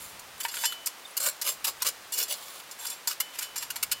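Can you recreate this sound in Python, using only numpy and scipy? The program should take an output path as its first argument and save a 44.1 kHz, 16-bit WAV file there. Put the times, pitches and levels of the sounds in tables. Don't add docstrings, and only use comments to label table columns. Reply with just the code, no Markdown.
import sys
import numpy as np
from scipy import signal
from scipy.fft import rfft, irfft
from scipy.io import wavfile

SR = 44100
rng = np.random.default_rng(int(sys.argv[2]) if len(sys.argv) > 2 else 0)


def master(y):
    cut = np.clip(np.atleast_2d(y).T, -1, 1)
    pcm = np.round(cut * 32767)
    wavfile.write(sys.argv[1], SR, pcm.astype(np.int16))


N = 176400
TIME = np.arange(N) / SR


def from_db(db):
    return 10 ** (np.asarray(db) / 20)


def rms_one(x):
    return x / np.sqrt(np.mean(x ** 2) + 1e-20)


def through(x, response):
    return signal.fftconvolve(x, response)[:len(x)]


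def colour(x, points, size=8192):
    hz, db = np.transpose(points)
    f = np.maximum(np.arange(size // 2 + 1) * SR / size, 1)
    octaves_outside = np.maximum(np.log2(hz[0] / f), 0) + np.maximum(np.log2(f / hz[-1]), 0)
    gain = from_db(np.interp(np.log(f), np.log(hz), db) - 12 * octaves_outside)
    cepstrum = irfft(np.log(gain + 1e-5))
    cepstrum[1:size // 2] *= 2
    cepstrum[size // 2 + 1:] = 0
    return through(x, irfft(np.exp(rfft(cepstrum))))


def ring(force, hz, t60):
    r, w = from_db(-60 / (t60 * SR)), 2 * np.pi * hz / SR
    return signal.lfilter([.5, 0, -.5], [1, -2 * r * np.cos(w), r * r], force + 1e-18)


def dying_noise(t60, size):
    tail = rng.standard_normal(size) * from_db(-60 * TIME[:size] / t60)
    return tail / np.linalg.norm(tail)


def wander(per_s, size):
    values = rng.standard_normal(size // 40)
    return np.interp(TIME[:size] * per_s, np.arange(len(values)), values)


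def add(track, s, sound):
    start = int(np.clip(s * SR, 0, N - 1))
    track[start:start + len(sound)] += sound[:N - start]


def grain_db(size):
    return 3 * np.minimum(rng.exponential(1, size), 4)


def shower(length_s, swell_db=0, attack_s=0.0012, fall_db_per_s=668, judder_db=2.5, size=16384):
    t = TIME[:size]
    grains_per_s = 6000
    grains = (rng.random(size) < grains_per_s / SR) * rng.choice([-1, 1], size)
    judder = wander(per_s=265, size=size)
    grains = grains * from_db(grain_db(size) + judder_db * judder)
    rise_db = swell_db * np.minimum(t / length_s - 1, 0)
    fall_db = fall_db_per_s * np.maximum(t - length_s, 0)
    press = np.minimum(t / attack_s, 1) * from_db(rise_db - fall_db)
    clatter = from_db(-1) * dying_noise(t60=0.028, size=2048)
    clatter[0] = 1
    return rms_one(through(grains * press, clatter)) * np.sqrt(np.mean(press ** 2))


# (frequency [Hz], level pressed down [dB], level ringing free [dB])
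BLADE_MODES = [(939, -3.5, -16.5), (1450, 9, -33), (1600, -16, -27), (1776, -32, -23.5), (1962, -17, -27.5),
               (2276, -1, -25.5), (2560, -7, -28), (2887, 5.5, -20.5), (3460, -6, -20), (4233, 3, -19.5),
               (4626, 6, -20.5), (4998, 10, -18.5), (5580, 2, -16.5), (6180, 3, -23), (6920, 2.5, -19.5),
               (7120, 4, -27.5), (7460, -10, -12), (8190, 1.5, -23), (9540, -1.5, -19), (10190, 3.5, -19),
               (11250, 1.5, -36), (11610, 1.5, -16), (12200, 9, -30), (13900, -9, -23), (15400, 10, -32)]
MODE_HZ, _, FREE_DB = np.transpose(BLADE_MODES)
IS_LOW = MODE_HZ < 2800
FREE_T60_S = np.where(IS_LOW, 0.065, 0.15)


def pressed_blade(x, width_hz=188):
    t60 = np.log(1000) / (np.pi * width_hz)
    gain = from_db(-2.5) * np.pi * width_hz / SR
    modes = sum(gain * from_db(db) * ring(x * contact(), hz, t60) for hz, db, _ in BLADE_MODES)
    return from_db(-4) * x + modes


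def contact(spread_db=3.5):
    return rms_one(from_db(spread_db * wander(per_s=35, size=N)))


# (time [s], length [s], end level [dB], swell [dB], body [dB], coal rumble [dB], blade ring [dB])
SLIDES = [(0.0, 0.16, -57.5, -15.5, 0, -4, -4), (0.431, 0.027, -39, -6.5, -1, -19, 0),
          (0.51, 0.13, -35.5, 7, 2, -16, 8.5), (0.686, 0.049, -44.5, 5, 6.5, -8, 0),
          (1.198, 0.086, -26, 7.5, 1.5, -1, 3.5), (1.441, 0.05, -26, 11.5, 3.5, 3, 0),
          (1.499, .025, -36, 25, 1.5, 3, -12), (1.667, 0.023, -33.5, -7, 3, 2.5, 1),
          (1.802, 0.02, -52.5, -2, 19.5, 20, -11), (1.846, 0.041, -32.5, -2, 6.5, 2.5, 0.5),
          (2.144, 0.071, -28, 9.5, 2.5, -2, -1), (2.28, 0.051, -31, 4, 3.5, 1, -10),
          (2.343, 0.26, -49, -2.5, 5.5, 6, -9), (2.786, 0.15, -44.5, 0.5, 3.5, -10, 15.5),
          (3.102, 0.011, -30, 10, 4, -22, -21), (3.334, 0.054, -49.5, -3, 11.5, -5, -14),
          (3.406, 0.041, -41.5, -2.5, 7.5, -18, -12), (3.603, 0.021, -37.5, 10, 2.5, -20, 0)]
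# (frequency [Hz], gain [dB])
RUMBLE_SPECTRUM = [(120, -18.5), (340, -22), (560, -0.5), (750, -4), (1300, 2.5), (2500, -19.5)]


def scrapes():
    grit, body, rumble, rub = np.zeros((4, N))
    for s, length_s, db, swell_db, body_db, rumble_db, ring_db in SLIDES:
        crunch = from_db(db) * shower(length_s, swell_db)
        add(grit, s, crunch)
        add(body, s, from_db(body_db) * crunch)
        add(rumble, s, from_db(rumble_db) * crunch)
        add(rub, s, from_db(ring_db - 30.5) * crunch)
    rubbed = sum(from_db(db) * ring(rub * contact(), hz, t60)
                 for db, hz, t60 in zip(FREE_DB, MODE_HZ, FREE_T60_S))
    return np.array([grit, body, rubbed + colour(rumble, RUMBLE_SPECTRUM)])


# (frequency [Hz], gain [dB])
GRIT_SPECTRUM = [(1500, -21), (3000, -9.5), (4700, -0.5), (7300, 5), (9000, 5), (12000, 3.5), (14000, 4.5),
                 (16000, -3.5)]
# (frequency [Hz], gain [dB])
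BODY_SPECTRUM = [(300, -21), (550, -17.5), (760, -23.5), (960, -3), (1500, -3.5), (2300, 0), (3800, 0.5),
                 (6500, -33.5)]


def shovel():
    grit, body, resonance = scrapes() + hits()
    crunch = colour(grit, GRIT_SPECTRUM) + colour(body, BODY_SPECTRUM)
    return pressed_blade(crunch) + resonance + knocks() + rasps() + singing_blade()


# (frequency [Hz], gain [dB])
HISS_SPECTRUM = [(15, -47), (25, -31.5), (144, -11.5), (227, -9), (552, -2), (1050, 0.5), (3090, -3.5),
                 (15500, -14)]
# (frequency [Hz], gain [dB])
BREEZE_SPECTRUM = [(20, -3), (60, 5.5), (120, 5), (250, 2.5), (500, -24)]
# (time [s], level [dB])
BREEZE_LEVELS = [(0, -61.5), (0.45, -68.5), (1.35, -91), (1.55, -67), (3.1, -81), (3.88, -62), (4, -66)]


def air():
    hiss = rms_one(colour(rng.standard_normal(N), HISS_SPECTRUM))
    breeze = rms_one(colour(rng.standard_normal(N), BREEZE_SPECTRUM))
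    breeze_db = np.interp(TIME, *np.transpose(BREEZE_LEVELS))
    return from_db(-47.5) * hiss + from_db(breeze_db) * breeze


def embers(ticks_per_s=30):
    clicks = (rng.random(N) < ticks_per_s / SR) * from_db(-39 + grain_db(N))
    return colour(through(clicks, dying_noise(t60=0.014, size=2048)), GRIT_SPECTRUM)


# (time [s], level [dB], crushing time [s], body [dB], blade ring [dB])
STRIKES = [(0.192, -39.5, 0.0031, -13, -23), (0.401, -32.5, 0.013, 6, -14), (0.448, -41.5, 0.0043, 20, -15),
           (0.482, -37.5, 0.0027, -2, 10.5), (0.539, -36, 0.0045, 10.5, -14),
           (0.567, -40, 0.0044, 14.5, -12), (0.635, -30, 0.019, 6, 6), (0.653, -25, 0.0047, -7, 10),
           (0.722, -36, 0.0015, 12.5, -4), (0.858, -25.5, 0.0047, -21, -17),
           (0.867, -23.5, 0.0048, -3.5, -3), (1.167, -24, 0.0092, -2, -6), (1.208, -33, 0.0044, -10, -15),
           (1.257, -27.5, 0.0096, 4.5, -5), (1.413, -28, 0.011, -0.5, 1.5), (1.472, -29, 0.0036, 7.5, -19),
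           (1.642, -24, 0.012, 3.5, -1), (1.674, -27.5, 0.0082, 2.5, -11), (1.819, -21.5, 0.0061, 3, -32),
           (1.865, -23.5, 0.009, -1, -9), (1.884, -25, 0.0033, -5, -18), (2.121, -32.5, 0.0078, -6.5, 12),
           (2.136, -26.5, 0.0024, -34, 2), (2.176, -28, 0.012, -1.5, -1), (2.226, -26.5, 0.006, -5, 4),
           (2.711, -37.5, 0.003, -5, 5.5), (2.850, -35, 0.0054, 9, -0.5), (2.865, -29.5, 0.0043, -18, -14),
           (2.899, -31.5, 0.0052, -13, -3), (3.072, -25, 0.01, 2, 6.5), (3.095, -35, 0.0036, 5, -6),
           (3.201, -20.5, 0.0045, 1.5, -6), (3.386, -29.5, 0.0073, 5, -7.5),
           (3.424, -33.5, 0.0045, -16, 9.5), (3.557, -34, .009, 2.5, 11), (3.577, -31.5, 0.0051, -3.5, 6),
           (3.623, -34.5, 0.0069, 5.5, 8.5), (3.702, -27.5, 0.0051, 3, -7.5), (3.757, -33, 0.0095, 5, 4),
           (3.826, -21.5, 0.0063, 2, -19), (3.914, -23, 0.011, 3.5, -25)]


def hits():
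    grit, body, struck = np.zeros((3, N))
    for s, db, length_s, body_db, ring_db in STRIKES:
        crunch = from_db(db) * shower(length_s, attack_s=0.002, fall_db_per_s=1369, judder_db=0)
        add(grit, s, crunch)
        add(body, s, from_db(body_db) * crunch)
        add(struck, s, blow(db + ring_db + body_db * IS_LOW, length_s))
    return np.array([grit, body, struck])


def blow(levels_db, contact_s, size=4096):
    count = len(MODE_HZ)
    detune, scatter_db = rng.standard_normal((2, count))
    hz = MODE_HZ * (1 + 0.0046 * detune)
    t = np.maximum(TIME[:size, None] - contact_s * rng.random(count), 0)
    tones = np.sin(2 * np.pi * hz * t) * np.exp(-np.log(1000) * t / FREE_T60_S)
    gains = from_db(levels_db + FREE_DB + scatter_db) * (-1) ** np.arange(count)
    bass_cut = signal.butter(2, 810, "high", fs=SR, output="sos")
    return signal.sosfilt(bass_cut, tones @ gains)


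# (time [s], level [dB])
CHIRPS = [(0.384, -46), (0.422, -46), (1.066, -49), (1.098, -48)]


def bird(low_hz=7300, top_hz=10600, chirp_s=0.027, pip_s=0.014):
    out = np.zeros(N)
    arc = np.sin(np.linspace(0, 2.1, int(chirp_s * SR))) ** 2
    for s, db in CHIRPS:
        add(out, s, from_db(db) * whistle(low_hz + (top_hz - low_hz) * arc))
    pip = whistle(hz=np.full(int(pip_s * SR), 3600))
    add(out, 1.05, from_db(-37) * pip)
    return out


def whistle(hz):
    return np.sin(2 * np.pi * np.cumsum(hz) / SR) * np.sin(np.linspace(0, np.pi, len(hz)))


# (time [s], level [dB])
DULL_KNOCKS = [(0.449, -5), (0.636, -9.5), (0.652, -11.5)]


def knocks():
    out = np.zeros(N)
    for s, db in DULL_KNOCKS:
        add(out, s, blow(np.where(IS_LOW, db, -np.inf), contact_s=0.002))
    return out


# (time [s], length [s], level [dB])
EDGE_RASPS = [(0.486, 0.0049, -37.5), (2.175, 0.06, -40), (2.291, 0.042, -40), (3.912, 0.0071, -32)]


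def rasps():
    force = np.zeros(N)
    for s, length_s, db in EDGE_RASPS:
        add(force, s, from_db(db) * shower(length_s))
    tones = sum(ring(force, hz, t60=0.04) for hz in MODE_HZ if 2800 < hz < 5200)
    return rms_one(tones) * np.std(force)


# (time [s], level [dB])
RELEASES = [(0.584, -43), (0.654, -31), (3.206, -41), (3.428, -43.5), (3.919, -43)]


def singing_blade():
    force = np.zeros(N)
    for s, db in RELEASES:
        add(force, s, from_db([db]))
    return ring(force, hz=3005, t60=0.58)


def yard(x, delay_s=0.0089, dull_hz=5800):
    out = np.zeros(N)
    add(out, delay_s, through(x, dying_noise(t60=0.31, size=22050)))
    return from_db(-17) * signal.lfilter(*signal.butter(1, dull_hz, fs=SR), out)


def scene():
    direct = shovel() + embers() + bird()
    return (direct + yard(direct) + air())[None]


def record(dry, cutoff_hz=15850):
    return signal.sosfilt(signal.ellip(12, .1, 80, cutoff_hz, fs=SR, output="sos"), dry)


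dry = scene()
out = record(dry)
master(out)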